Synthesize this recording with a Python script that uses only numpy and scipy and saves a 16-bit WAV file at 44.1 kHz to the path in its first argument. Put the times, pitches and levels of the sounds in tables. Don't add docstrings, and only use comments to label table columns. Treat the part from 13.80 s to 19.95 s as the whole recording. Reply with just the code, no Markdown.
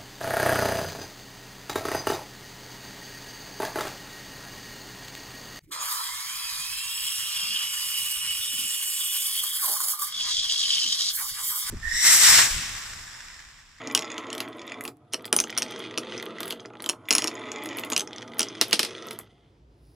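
import sys
import numpy as np
from scipy import signal
from scipy.fft import rfft, irfft
from scipy.io import wavfile
from scipy.ndimage import uniform_filter1d

SR = 44100
rng = np.random.default_rng(int(sys.argv[2]) if len(sys.argv) > 2 else 0)


def wav_record(signal):
    frames = np.transpose(np.atleast_2d(signal))
    bounded = np.clip(frames, -1, 1)
    quanta = np.round(bounded * 32767).astype(np.int16)
    wavfile.write(sys.argv[1], SR, quanta)


def gain_from_db(level_db):
    decades = np.asarray(level_db, float) / 20
    return 10 ** decades


N = 271215

# frequency in Hz, level in dB per Hz.
AIR = [(25, -64), (76, -11), (113, 10.5), (554, -52), (700, -1.5), (940, -32.5), (4500, -40),
       (14000, -60.5)]
AIR_DB = -58
# frequency in Hz, level in dB per Hz.
LATE_AIR = [(60, -21), (110, -4), (200, -17), (340, -14), (700, -27), (1500, -38), (5000, -41),
            (15000, -66.5)]
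LATE_DB, LATE_S = -59, 5.21
LULL_S, LULL_LENGTH_S, LULL_DB = 5.86, 0.038, -3
# time in seconds, level in dB.
THROB = [(5.401, -66), (5.779, -67), (5.821, -55), (5.92, -56.5), (5.969, -70.5), (6.019, -53), (6.15, -59)]
# frequency in Hz, level in dB per Hz.
PORT_AIR = [(100, -7), (800, -4), (3000, -17.5), (11000, -34), (13000, -22), (15500, -36)]
PORT_AIR_DB = -73.5
# frequency in Hz, decay by 60 dB in seconds.
ROOM = [(200, 0.48), (1000, 0.12), (4000, 0.089), (12000, 0.11)]
# frequency in Hz, decay by 60 dB in seconds.
HALL = [(500, 0.2), (3500, 0.13), (12000, 0.3)]
HALL_DB = -30
# frequency in Hz, difference of the ports relative to their sum in dB.
WIDTH = [(100, -29), (400, -23.5), (1000, -14), (1500, -13.5), (2500, -18.5), (6000, -8.5), (10000, -4),
         (14000, 10)]
# frequency in Hz, gain in dB.
MICROPHONE = [(40, -40.5), (140, -11), (210, 1), (12000, -0.5), (13500, -22), (15000, -42), (18000, -58.5)]

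BOARD_CHANGES = [1.25, 3.05, 4.15]
# frequency in Hz, bandwidth in Hz, level in dB.
BOARD = [
    [(230, 110, 6), (312.3, 96, 17.5), (382, 38, 8.5), (438, 26, 8), (638, 28, 9), (730, 30, 2),
     (849, 24, 7), (920, 29, 4), (1008, 50, 9.5), (1156, 100, 10), (1271, 25, 10), (1410, 140, 6.5)],
    [(230, 59, 9.5), (305, 30, 12.5), (376, 110, 15.5), (497.7, 48, 12), (543, 110, 7.5), (647, 40, 9.5),
     (854, 50, 6), (1030, 50, 3), (1190, 40, 7.5), (1310, 33, 8), (1434, 88, 6.5), (1560, 320, 3)],
]
# frequency in Hz, bandwidth in Hz, level in dB.
LEFT_WALL = [(2031, 84, 6.5), (2350, 320, 9), (2720, 310, 2), (3396, 150, 6.5), (3670, 1500, -5),
             (1520, 340, -8)]
# frequency in Hz, bandwidth in Hz, level in dB.
RIGHT_WALL = [(2043, 170, 5.5), (2400, 300, 5), (2980, 640, 8.5), (3290, 190, 3.5), (3850, 780, -2),
              (1600, 400, -2)]
WALLS = [LEFT_WALL, RIGHT_WALL]
# frequency in Hz, bandwidth in Hz, level in dB.
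GROOVE = [
    [(5000, 100, 2.5), (5480, 130, -0.5), (6720, 270, 6.5), (7750, 915, -24), (9710, 73, -14)],
    [(5170, 200, -10), (5520, 870, 4), (6080, 83, -6.5), (7600, 1400, -26.5), (9000, 450, -12)],
]

# start in seconds, peak in dB.
PRICKS = [(0.7694, -38), (0.8676, -32), (1.1696, -42.5), (1.4229, -33), (1.6821, -31), (1.7057, -25),
          (1.91, -22), (2.161, -55), (2.4562, -24.5), (2.4644, -47), (2.6356, -33), (2.683, -36),
          (2.703, -20), (3.5433, -29), (4.0574, -28), (4.4982, -49), (4.5451, -33), (4.5877, -19),
          (4.6853, -51), (5.2478, -45), (5.3537, -49)]
# start in seconds, level in dB, thump relative to it in dB.
BUMPS = [(2.851, -36, -6), (2.902, -44, -2.5), (2.935, -38.5, -10), (2.953, -37, -11), (2.997, -40, -4.5),
         (3.131, -37, -9), (3.216, -59.5, -16.5), (3.375, -33, -14), (3.459, -34, -7), (5.398, -44, -7.5),
         (5.433, -59, -1), (5.468, -58, -5), (5.58, -60, -12.5), (5.635, -63, -10), (4.806, -45, -13)]
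# frequency in Hz, bandwidth in Hz, level in dB.
BUMP_RING = [(1250, 300, -2.5), (2000, 350, 3.5), (2700, 350, -2), (3400, 400, -8), (4180, 800, -15),
             (6800, 500, -14)]
# start in seconds, peak in dB, brightness in dB.
TICKS = [(0.0166, -28, -12), (0.036, -34, -4), (0.055, -32, -11), (0.0992, -24.5, -7), (0.2283, -24.5, -5),
         (0.2434, -25.5, -2), (0.301, -25.5, 2.5), (0.3414, -29, -2), (0.6767, -28.5, -16),
         (0.747, -44, -8), (0.782, -32, -11), (0.816, -30.5, 2), (0.8758, -27, 0), (0.9862, -40, -12.5),
         (1.394, -34, -5), (1.4073, -37, -4), (1.444, -24, -14), (1.4782, -30.5, -14), (1.6104, -21, -6),
         (1.6717, -25, -4), (1.695, -20, -7), (1.7496, -27, 2), (1.7665, -21, -7), (1.8617, -26, 0),
         (1.9068, -23, -1.5), (1.92, -22, 5), (1.9454, -37, -4), (1.9793, -28, 2), (2.0256, -34, -2),
         (2.1092, -23, -1.5), (2.14, -24, -20), (2.2328, -25.5, -13), (2.2483, -29, -4), (2.2697, -27, -6),
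         (2.3384, -26, -4), (2.3813, -25, 0), (2.3977, -23, 4), (2.4848, -37, 2), (2.5058, -29, -2),
         (2.5336, -48, -3), (2.567, -34, -9), (2.7966, -29, -6), (3.513, -25.5, -9), (3.616, -30, -13),
         (3.6541, -40, -10), (3.694, -38.5, -12), (3.7824, -31.5, 1), (3.8214, -30, -5), (3.9544, -45, -8),
         (4.308, -30, -1), (4.4084, -27, -2), (4.4257, -23.5, 0), (4.481, -32, -1), (4.535, -28, -11),
         (4.569, -33, -1), (4.717, -35, 0), (4.782, -35, -8), (5.164, -30, -2), (5.1802, -25, -4),
         (5.223, -29, 5)]
# start in seconds, level in dB, brightness in dB.
KNOCKS = [(0.1114, -33, 0), (0.209, -42, 11), (0.2505, -38.5, 5), (0.3166, -40.5, 10.5), (0.896, -34, -3),
          (0.919, -30.5, -2), (1.0085, -37, -6.5), (1.7013, -32, 2), (1.7261, -30.5, -3), (1.8812, -47, 16),
          (1.961, -32, 1.5), (2.0017, -32, -13), (2.322, -27.5, -30), (2.4264, -30.5, 1.5), (2.463, -33, 0),
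          (2.584, -31.5, -5), (2.857, -39.5, 14), (3.003, -31.5, -4), (3.2855, -25.5, -13),
          (3.759, -34.5, -4), (3.8586, -33, -1), (4.0356, -24, -12), (4.3307, -31, 0), (4.42, -35, 3),
          (4.5194, -38.5, -4), (4.685, -42.5, 18), (4.923, -25, -8), (5.15, -31, -25), (5.31, -28, -4),
          (0.468, -39.5, 1), (0.728, -38.5, -18), (0.793, -39.5, 0), (0.9419, -35.5, -9),
           (1.993, -48.5, 20), (2.3776, -41, 14), (2.407, -35, -22), (2.803, -39, -1), (2.97, -46, -16),
           (3.254, -44.5, -7.5), (3.5525, -47.5, 16.5), (3.593, -43.5, 7.5), (3.9277, -37, -1),
           (4.274, -36.5, 5), (4.3607, -38.5, 10.5), (4.3822, -33.5, 6), (4.4772, -39, 1),
           (4.7512, -34.5, 3.5), (5.107, -36, 6), (5.285, -34.5, 4)]
# start in seconds, level in dB, scatter relative to it in dB.
DROPS = [
    (4.8123, -14, -5),
    (4.929, -13.5, -3),
    (4.993, -18, -2.5),
    (5.03, -25, -2.5),
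    (5.049, -30.5, -0.5),
]
# frequency in Hz, gain in dB.
DROP_COLOUR = [(300, -10), (1200, -8), (3300, 2.5), (5500, 2.5), (7000, -7.5), (10000, -5), (13000, -21.5)]
DROP_SNAP_DB = 4

# time in seconds, level in dB.
ROLL = [(0, -40), (0.6, -42.5), (0.8, -45), (1.069, -45), (1.13, -68), (1.299, -61.5), (1.4, -45.5),
        (1.5, -50.5), (1.95, -41), (2.66, -41.5), (2.92, -54), (3.05, -48.5), (3.2, -55.5), (3.499, -41),
        (4.0, -41.5), (4.3, -46), (4.75, -45), (5.319, -43.5)]
STOP_DB_PER_S, STOP_DEPTH_DB, FADE_DB_PER_S = 146.5, 19, 36.5
WALL_RE_ROLL_DB, WALL_SLOPE, FIZZ_RE_WALL_DB = -8, 5.4, -17.5
# time in seconds, rub in dB, length in seconds, brightness in dB.
BENDS = [(0.368, -49, 0.54, -18), (0.64, -55, 0.048, -11.5), (0.893, -51, 0.2, -19), (1.332, -49, 0.012, 9),
         (1.76, -48.5, 0.16, -11.5), (1.92, -52, 0.11, -5), (2.043, -41.5, 0.052, -12),
         (2.343, -48.5, 0.14, -7.5), (2.676, -48.5, 0.19, -19), (3.4, -41, 0.14, 2),
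         (3.725, -48.5, 0.3, -15), (3.966, -47.5, 0.25, -12), (4.372, -50, 0.095, -27.5),
         (4.668, -47.5, 0.16, -14), (4.85, -49, 0.18, -4.5), (5.094, -52, 0.27, -3.5),
         (5.284, -55, 0.29, -8.5), (5.593, -72, 0.35, -19)]
# frequency in Hz, level in dB per Hz.
SEETHE = [(1200, -13.5), (3000, -6), (6000, -10.5), (8000, -11.5), (9700, -0.5), (12300, -12.5),
          (13300, -46)]
SEETHE_DB, SEETHE_SLOPE = -74.5, 0.53
SEETHE_TOP_SLOPE, SEETHE_SPLIT_HZ = 2.0, 6500

# start in seconds, level in dB.
SNAPS = [(0.123, -32.5), (0.6858, -36.5), (1.009, -26), (1.0387, -27), (1.088, -35), (1.331, -33),
         (1.4633, -32), (1.9908, -33.5), (2.4257, -29.5), (2.6568, -28), (2.6733, -36), (2.6795, -23),
         (3.0222, -24), (3.2893, -23.5), (3.8364, -28.5), (3.858, -27.5), (3.9715, -24), (3.9883, -42),
         (3.9957, -23), (4.5838, -28), (4.898, -30.5), (4.8827, -31), (4.9408, -31), (4.9977, -36),
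         (5.2695, -30.5), (5.309, -23.5), (5.3308, -30), (5.3889, -22.5)]
# frequency in Hz, gain in dB.
SNAP_SUM = [(60, -23), (1500, -9), (4000, -17), (8000, -14), (11000, -6.5), (13000, -8.5), (14500, -17),
            (17000, -49.5)]
# frequency in Hz, gain in dB.
SNAP_DIFF = [(6000, -38.5), (9000, -35), (11500, -15.5), (14000, -7), (16000, -3.5), (17200, -33.5)]
# frequency in Hz, gain in
# dB.
SNAP_TAIL = [(1000, 1), (12500, -2.7), (13600, -23.5), (17000, -35)]
# start in seconds, hollow knock, low, high and upper ring in dB.
LEFT_CLACKS = [(0.0727, -53, -52, -49.5, -78.5), (0.1492, -40, -27.5, -33, -32),
               (0.1753, -41.5, -36.5, -47.5, -47.5), (0.1915, -46.5, -41, -50, -61.5),
               (0.2224, -52, -49, -55, -83), (0.502, -51.5, -58, -52.5, -96),
               (0.529, -44.5, -47.5, -61, -53.5), (3.0905, -41.5, -62.5, -37.5, -42.5),
               (3.0958, -40.5, -36, -41.5, -38.5), (3.3068, -34.5, -28.5, -33, -37),
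               (3.3112, -38, -32.5, -44, -49), (3.3264, -41.5, -34, -43.5, -36.5),
               (3.3343, -47, -53, -37, -45), (3.3509, -46, -29.5, -38, -29),
               (3.3637, -47.5, -42, -52, -54.5), (3.382, -39.5, -32, -37, -35),
               (3.3898, -49, -58.5, -48.5, -62), (3.421, -41, -40, -53, -50.5),
               (3.442, -38.5, -36.5, -44.5, -43.5), (3.4731, -56, -39, -48, -48),
               (3.479, -45.5, -41.5, -46, -50), (3.7173, -53, -51, -46, -72), (3.889, -53, -56, -54, -79),
               (4.1193, -41, -62, -52, -58), (4.123, -50, -58, -41, -50), (4.1318, -49, -59, -39.5, -52)]
# start in seconds, hollow knock, low, high and upper ring in dB.
RIGHT_CLACKS = [(1.3351, -42, -48.5, -44, -43), (1.3426, -43, -37.5, -49, -60.5),
                (1.5274, -36.5, -31, -36.5, -28), (1.5641, -37.5, -49, -34.5, -27),
                (1.5882, -44.5, -32.5, -34.5, -51), (1.6016, -40.5, -36.5, -31, -33.5),
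                (1.6392, -44, -51, -44.5, -78), (1.7763, -43.5, -35, -54, -39), (1.783, -58, -33, -54, -39),
                (1.8212, -44, -37.5, -39, -46.5), (1.8284, -49, -39.5, -57, -62),
                (2.176, -36, -51, -44, -60), (2.1825, -48, -39, -61, -51),
                (4.1636, -39.5, -31.5, -36.5, -44), (4.1775, -51, -64, -37, -35.5),
                (4.1952, -47, -50, -37.5, -45), (4.2066, -54, -46, -41, -48),
                (4.2164, -48.5, -60, -49.5, -66), (4.5936, -48, -31, -39.5, -32),
                (4.6023, -41, -46.5, -48, -53.5), (4.606, -48, -34.5, -38, -45.5),
                (4.6167, -39, -48.5, -48, -51.5), (4.6296, -46, -40, -52.5, -49)]
# start in seconds, hollow knock in dB, glass snap in dB.
PILE = [(0.38, -21.5, -56), (0.5503, -28, -31), (0.5799, -23.5, -31), (0.6036, -18.5, -21),
        (1.0521, -24.5, -23.5), (1.0777, -25, -26.5), (1.4543, -27.5, -25.5), (2.605, -25, -20.5),
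        (2.6308, -22, -27), (2.7068, -21, -21), (2.7241, -24.5, -29.5), (3.0415, -25.5, -30.5),
        (3.061, -20, -24), (3.9856, -23.5, -26.5), (4.0488, -33, -28), (4.1012, -27.5, -20.5),
        (4.91, -23, -25)]
# frequency in Hz, bandwidth in Hz.
CLACK_RINGS = [
    [(2850, 330), (5530, 230), (6700, 290)],
    [(3000, 330), (5620, 260), (6180, 310)],
]
UPPER_RING_HZ = [9700, 9250, 9790, 9220]
UPPER_WIDTH_HZ, QUEUE_KNOCK_HZ = 230, 3150
SNAP_RE_UPPER_DB, CRACK_RE_RING_DB, THUMP_RE_KNOCK_DB = 18, -2.5, -3
PILE_KNOCK_DB, PILE_RING_DB, PILE_TOP_DB = -22.5, -41, -39.5
# frequency in Hz, gain in dB.
CRACK_TICK = [(600, -24.5), (1500, -4.5), (3000, 1.5), (6000, -22), (9500, -15), (12500, -8.5)]


def evened(x):
    return x / np.sqrt(np.mean(x ** 2) + 1e-20)


def read(points, hz):
    f, value = np.transpose(points)
    return np.interp(np.log(hz + 1), np.log(f + 1), value)


def add(mix, s, sound):
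    part = mix[round(s * SR):][:len(sound)]
    part += sound[:len(part)]


def causal(points, size=2048):
    hz = abs(np.fft.fftfreq(size, 1 / SR))
    log_gain = np.log(gain_from_db(np.maximum(read(points, hz), -100)))
    return np.fft.ifft(np.exp(log_gain - 1j * signal.hilbert(log_gain).imag)).real[:size // 2]


def colour(x, points):
    return signal.oaconvolve(x, causal(points))[:N]


def noise(points):
    gain = gain_from_db(read(points, np.fft.rfftfreq(N + 1, 1 / SR)))
    return evened(irfft(rfft(rng.standard_normal(N + 1)) * gain)[:N])


def ring(modes, size=3000, rise_s=0.000052, order=1, signs=1):
    t = np.arange(size) / SR
    out = np.zeros(size)
    for k, (hz, width, db) in enumerate(modes):
        decay = np.sqrt(width) * np.exp(-np.pi * width * t)
        out += signs ** k * gain_from_db(db) * decay * np.sin(2 * np.pi * hz * t)
    return (1 - np.exp(-t / rise_s)) ** order * out


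def contacts(draw, length_s):
    t = np.arange(len(draw)) / SR
    burst = draw * abs(draw) * np.exp(-t / length_s) * np.minimum(t / (0.48 * length_s), 1)
    return burst / np.linalg.norm(burst)


def board_at(t):
    return np.searchsorted(BOARD_CHANGES, t) % 2


def room(x, decay):
    taps = np.zeros((2, SR // 2))
    at = np.arange(100, SR // 2 - 20, 20) + rng.integers(0, 20, (2, (SR // 2 - 101) // 20))
    np.put_along_axis(taps, at, rng.choice([-1., 1.], at.shape), 1)
    hz, t, z = signal.stft(taps, SR, nperseg=256)
    tail = signal.istft(z * gain_from_db(-60 * t / read(decay, hz)[:, None]), SR, nperseg=256)[1]
    return signal.fftconvolve(x[None], tail / np.linalg.norm(tail[0]), axes=1)[:, :N]


def shifting_room(x, count=4):
    turn = np.arange(N) / SR * 9 % count
    out = np.zeros((2, N))
    for k in range(count):
        distance = abs((turn - k + count / 2) % count - count / 2)
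        out += room(x * np.cos(np.pi / 2 * np.minimum(distance, 1)), ROOM)
    return out


def background():
    t = np.arange(N) / SR
    late = np.clip((t - LATE_S) / 0.5, 0, 1)
    lull = gain_from_db(LULL_DB * np.exp(-((t - LULL_S) / LULL_LENGTH_S) ** 2))
    air = gain_from_db(AIR_DB) * noise(AIR) * np.sqrt(1 - late)
    air += gain_from_db(LATE_DB) * noise(LATE_AIR) * np.sqrt(late) * lull
    hiss = noise([(2500, -20.0), (5000, 5.0), (7500, -14.0), (10500, 3.5), (13500, -16.5),
                  (15500, -5.5), (16300, -31.5)])
    air += gain_from_db(np.interp(t, [5.85, 6.06], [-100, -74])) * hiss
    s, db = np.transpose(THROB)
    deep = np.sin(2 * np.pi * 57 * t + 0.82 * np.sin(2 * np.pi * 7 * t))
    return air + deep * gain_from_db(np.interp(t, s, db + 2.5, left=-90))


def drops():
    out, t = np.zeros((2, N)), np.arange(6000) / SR
    for s, db, scatter_db in DROPS:
        envelope = np.exp(-(t / 0.0031) ** 4) + gain_from_db(scatter_db - 60 * t / 0.12)
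        for k in range(2):
            scatter = np.convolve(rng.standard_normal(6000), causal(DROP_COLOUR))[:6000]
            add(out[k], s, gain_from_db(db) * envelope * evened(scatter))
        add(out[0], s + 0.0032, gain_from_db(db - 21.0) * evened(ring(BOARD[1], signs=-1)))
    return out


def pricks():
    out = np.zeros(N)
    for s, db in PRICKS:
        add(out, s, gain_from_db(db + 12.5) * contacts(rng.standard_normal(80), 0.00092))
    return out


def bumps():
    out = np.zeros(N)
    for s, db, thump_db in BUMPS:
        uneven = rng.standard_normal(len(BUMP_RING))
        modes = [(hz, w, level + 1.4 * d) for (hz, w, level), d in zip(BUMP_RING, uneven)]
        rings = ring(modes, size=1000, rise_s=0.0001, order=2, signs=-0.9)
        add(out, s, gain_from_db(db - 21.5) * np.convolve(contacts(rng.standard_normal(120), 0.0011), rings))
        thump = evened(ring(BOARD[board_at(s)], signs=-1.01))
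        add(out, s + 0.002, gain_from_db(db + thump_db - 6.5) * thump)
    return out


def ticks():
    out = np.zeros(N)
    for s, db, bright_db in TICKS:
        wall, groove = WALLS[board_at(s)], GROOVE[board_at(s)]
        detune = 1 + 0.015 * rng.standard_normal(len(wall))
        modes = [(hz * d, 1.4 * w, level) for (hz, w, level), d in zip(wall, detune)]
        modes += [(hz, 1.2 * w, level + bright_db) for hz, w, level in groove]
        uneven = rng.standard_normal(len(modes))
        modes = [(hz, w, level + 1.0 * d) for (hz, w, level), d in zip(modes, uneven)]
        rings = ring(modes, size=1000, rise_s=0.00012, order=2)
        add(out, s, gain_from_db(db - 36.0) * np.convolve(contacts(rng.standard_normal(120), 0.0024), rings))
    return out


def knocks():
    out = np.zeros(N)
    for s, db, bright_db in KNOCKS:
        groove = [(hz, w, level + bright_db) for hz, w, level in GROOVE[board_at(s)]]
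        modes = WALLS[board_at(s)] + groove
        uneven = rng.standard_normal(len(modes))
        modes = [(hz, 0.82 * w, level + 2.8 * d) for (hz, w, level), d in zip(modes, uneven)]
        rings = ring(modes, size=1000, rise_s=0.00009, order=2)
        add(out, s, gain_from_db(db - 28.0) * np.convolve(contacts(rng.standard_normal(120), 0.0012), rings))
    return out


def grain(per_s, spread_db):
    draw = rng.random((N, 3))
    size_db = spread_db * np.minimum(-np.log(draw[:, 0] + 1e-9), 4.2)
    size = gain_from_db(size_db) * (draw[:, 1] < per_s / SR)
    return size, np.floor(draw[:, 2] * 2.5 + np.arange(N) / SR * 6) % 8


def patter(size, spot, modes, detune, count=8, signs=1):
    out = np.zeros(N)
    for k in range(count):
        mix = rng.standard_normal((len(modes), 2))
        local = [(hz * (1 + detune * a), w, db + 3 * b) for (hz, w, db), (a, b) in zip(modes, mix)]
        shape = ring(local, rise_s=0.0002, order=2, signs=signs)
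        out += signal.oaconvolve(size * (spot % count == k), shape / np.linalg.norm(shape))[:N]
    return evened(out)


def seethe(effort):
    t = np.arange(N) / SR
    fade = np.clip((ROLL[-1][0] + 0.76 - t) / 0.37, 0, 1)
    hiss = gain_from_db(SEETHE_DB + SEETHE_SLOPE * (effort + 44.0)) * fade * noise(SEETHE)
    top = signal.sosfilt(signal.butter(2, SEETHE_SPLIT_HZ, "high", fs=SR, output="sos"), hiss)
    slack_db = np.minimum(uniform_filter1d(effort, size=2000) + 45.0, 0) * (t > 1.4)
    hiss += (gain_from_db(SEETHE_TOP_SLOPE * slack_db) - 1) * top
    flutter = uniform_filter1d(uniform_filter1d(rng.standard_normal(N), size=900), size=900)
    return hiss * gain_from_db(3.0 * evened(flutter))


def rolling():
    t = np.arange(N) / SR
    s, db = np.transpose(ROLL)
    after = np.maximum(t - s[-1], 0)
    effort = np.interp(t, s, db) - np.minimum(STOP_DB_PER_S * after, STOP_DEPTH_DB + FADE_DB_PER_S * after)
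    wall_gain = gain_from_db(WALL_RE_ROLL_DB - 42.5 + WALL_SLOPE * (effort + 40))
    wall_gain += gain_from_db(effort - 16.5)
    fizz_gain = wall_gain * gain_from_db(FIZZ_RE_WALL_DB)
    for at, rub_db, length, bright_db in BENDS:
        swell = gain_from_db(rub_db) * np.exp(-(2 * (t - at) / length) ** 2)
        wall_gain += swell
        fizz_gain += gain_from_db(bright_db) * swell
    board = board_at(t)
    rough = grain(3000, 3.4)
    fine = grain(3500, 5.7)
    rumble = np.choose(board, [patter(*rough, modes, 0.025, signs=-0.99) for modes in BOARD])
    fizz = np.choose(board, [patter(*fine, modes, 0.012, count=4) for modes in GROOVE])
    wall = np.choose(board, [patter(*fine, modes, 0.045) for modes in WALLS])
    return gain_from_db(effort) * rumble + wall_gain * wall + fizz_gain * fizz + seethe(effort)


def blows():
    rows = []
    for s, *levels in LEFT_CLACKS + RIGHT_CLACKS:
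        knock_hz = CLACK_RINGS[board_at(s)][0][0]
        rows.append((s, knock_hz, *levels, levels[-1] + SNAP_RE_UPPER_DB))
    for s, db, snap_db in PILE:
        ring_db = db + PILE_RING_DB
        rows.append((s, QUEUE_KNOCK_HZ, db + PILE_KNOCK_DB, ring_db, ring_db, snap_db + PILE_TOP_DB, snap_db))
    return rows


def snaps():
    out = np.zeros(N)
    in_blows = [(row[0], row[-1]) for row in blows()]
    in_drops = [(s, db + DROP_SNAP_DB) for s, db, _ in DROPS]
    for s, db in SNAPS + in_blows + in_drops:
        add(out, s, gain_from_db(db + 21.5) * contacts(rng.standard_normal(80), 0.0004))
    return out


def clacks():
    rings, cracks = np.zeros((2, N))
    tick = evened(causal(CRACK_TICK)[:400])
    thumps = [evened(ring(modes, signs=-1.002)) for modes in BOARD]
    for s, hz, knock_db, low_db, high_db, top_db, _ in blows():
        knock_off, crack_off, crack_top_off, thump_off = rng.standard_normal(4)
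        (_, knock_w), low, high = CLACK_RINGS[board_at(s)]
        top_hz = UPPER_RING_HZ[np.searchsorted(BOARD_CHANGES, s)]
        modes = [(hz * (1 + 0.064 * knock_off), knock_w, knock_db + 3.0), (*low, low_db + 2.5),
                 (*high, high_db + 4.5), (top_hz, UPPER_WIDTH_HZ, top_db + 3.0)]
        add(rings, s, ring(modes, size=1500, rise_s=0.00027, order=2))
        crack_modes = [(4600, 2000, -3), (4200 * (1 + 0.35 * crack_off), 1300, -4.5),
                       (7600 * (1 + 0.12 * crack_top_off), 800, -6.5), (11000, 900, -12)]
        crack = ring(crack_modes, size=400) + gain_from_db(-1.5) * tick
        crack_db = max(knock_db, low_db, high_db) + CRACK_RE_RING_DB
        add(cracks, s, gain_from_db(crack_db) * np.convolve(contacts(rng.standard_normal(200), 0.0015), crack))
        thump_db = knock_db + THUMP_RE_KNOCK_DB + 3.1 * thump_off
        add(rings, s + 0.002588, gain_from_db(thump_db) * thumps[board_at(s)])
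    return rings, cracks


def scene():
    glass, drop = snaps(), drops()
    tail = gain_from_db(-2.0) * room(glass, ROOM)
    rings, cracks = clacks()
    rest = knocks() + ticks() + rolling() + bumps()
    near = colour(rings + cracks + rest, MICROPHONE)
    spread = colour(gain_from_db(-2.0) * rings + gain_from_db(3.5) * cracks + rest, MICROPHONE)
    wet = shifting_room(spread) + gain_from_db(HALL_DB + 6) * room(spread, HALL)
    glass = glass + pricks()
    mid = near + gain_from_db(-9.5) * wet[0] + background()
    mid += colour(glass + colour(tail[0], SNAP_TAIL), SNAP_SUM)
    side = colour(-0.6 * mid + gain_from_db(-13.0) * wet[1], WIDTH)
    side += colour(glass + tail[1], SNAP_DIFF) + gain_from_db(PORT_AIR_DB) * noise(PORT_AIR)
    mid += colour(drop[0], MICROPHONE)
    side += gain_from_db(-8.5) * colour(drop[1], MICROPHONE)
    return np.array([mid + side, mid - side])


def band_limit(x):
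    return signal.sosfilt(signal.butter(12, 16990, fs=SR, output="sos"), x)


def record(dry):
    overloaded = 0.92 * np.tanh(dry / 0.92)
    limited = signal.oaconvolve(overloaded, signal.firwin(255, 16800, fs=SR)[None], "same")
    limited = signal.sosfilt(signal.butter(2, 32, "high", fs=SR, output="sos"), limited)
    return band_limit(limited)


dry = scene()
out = record(dry)
wav_record(out)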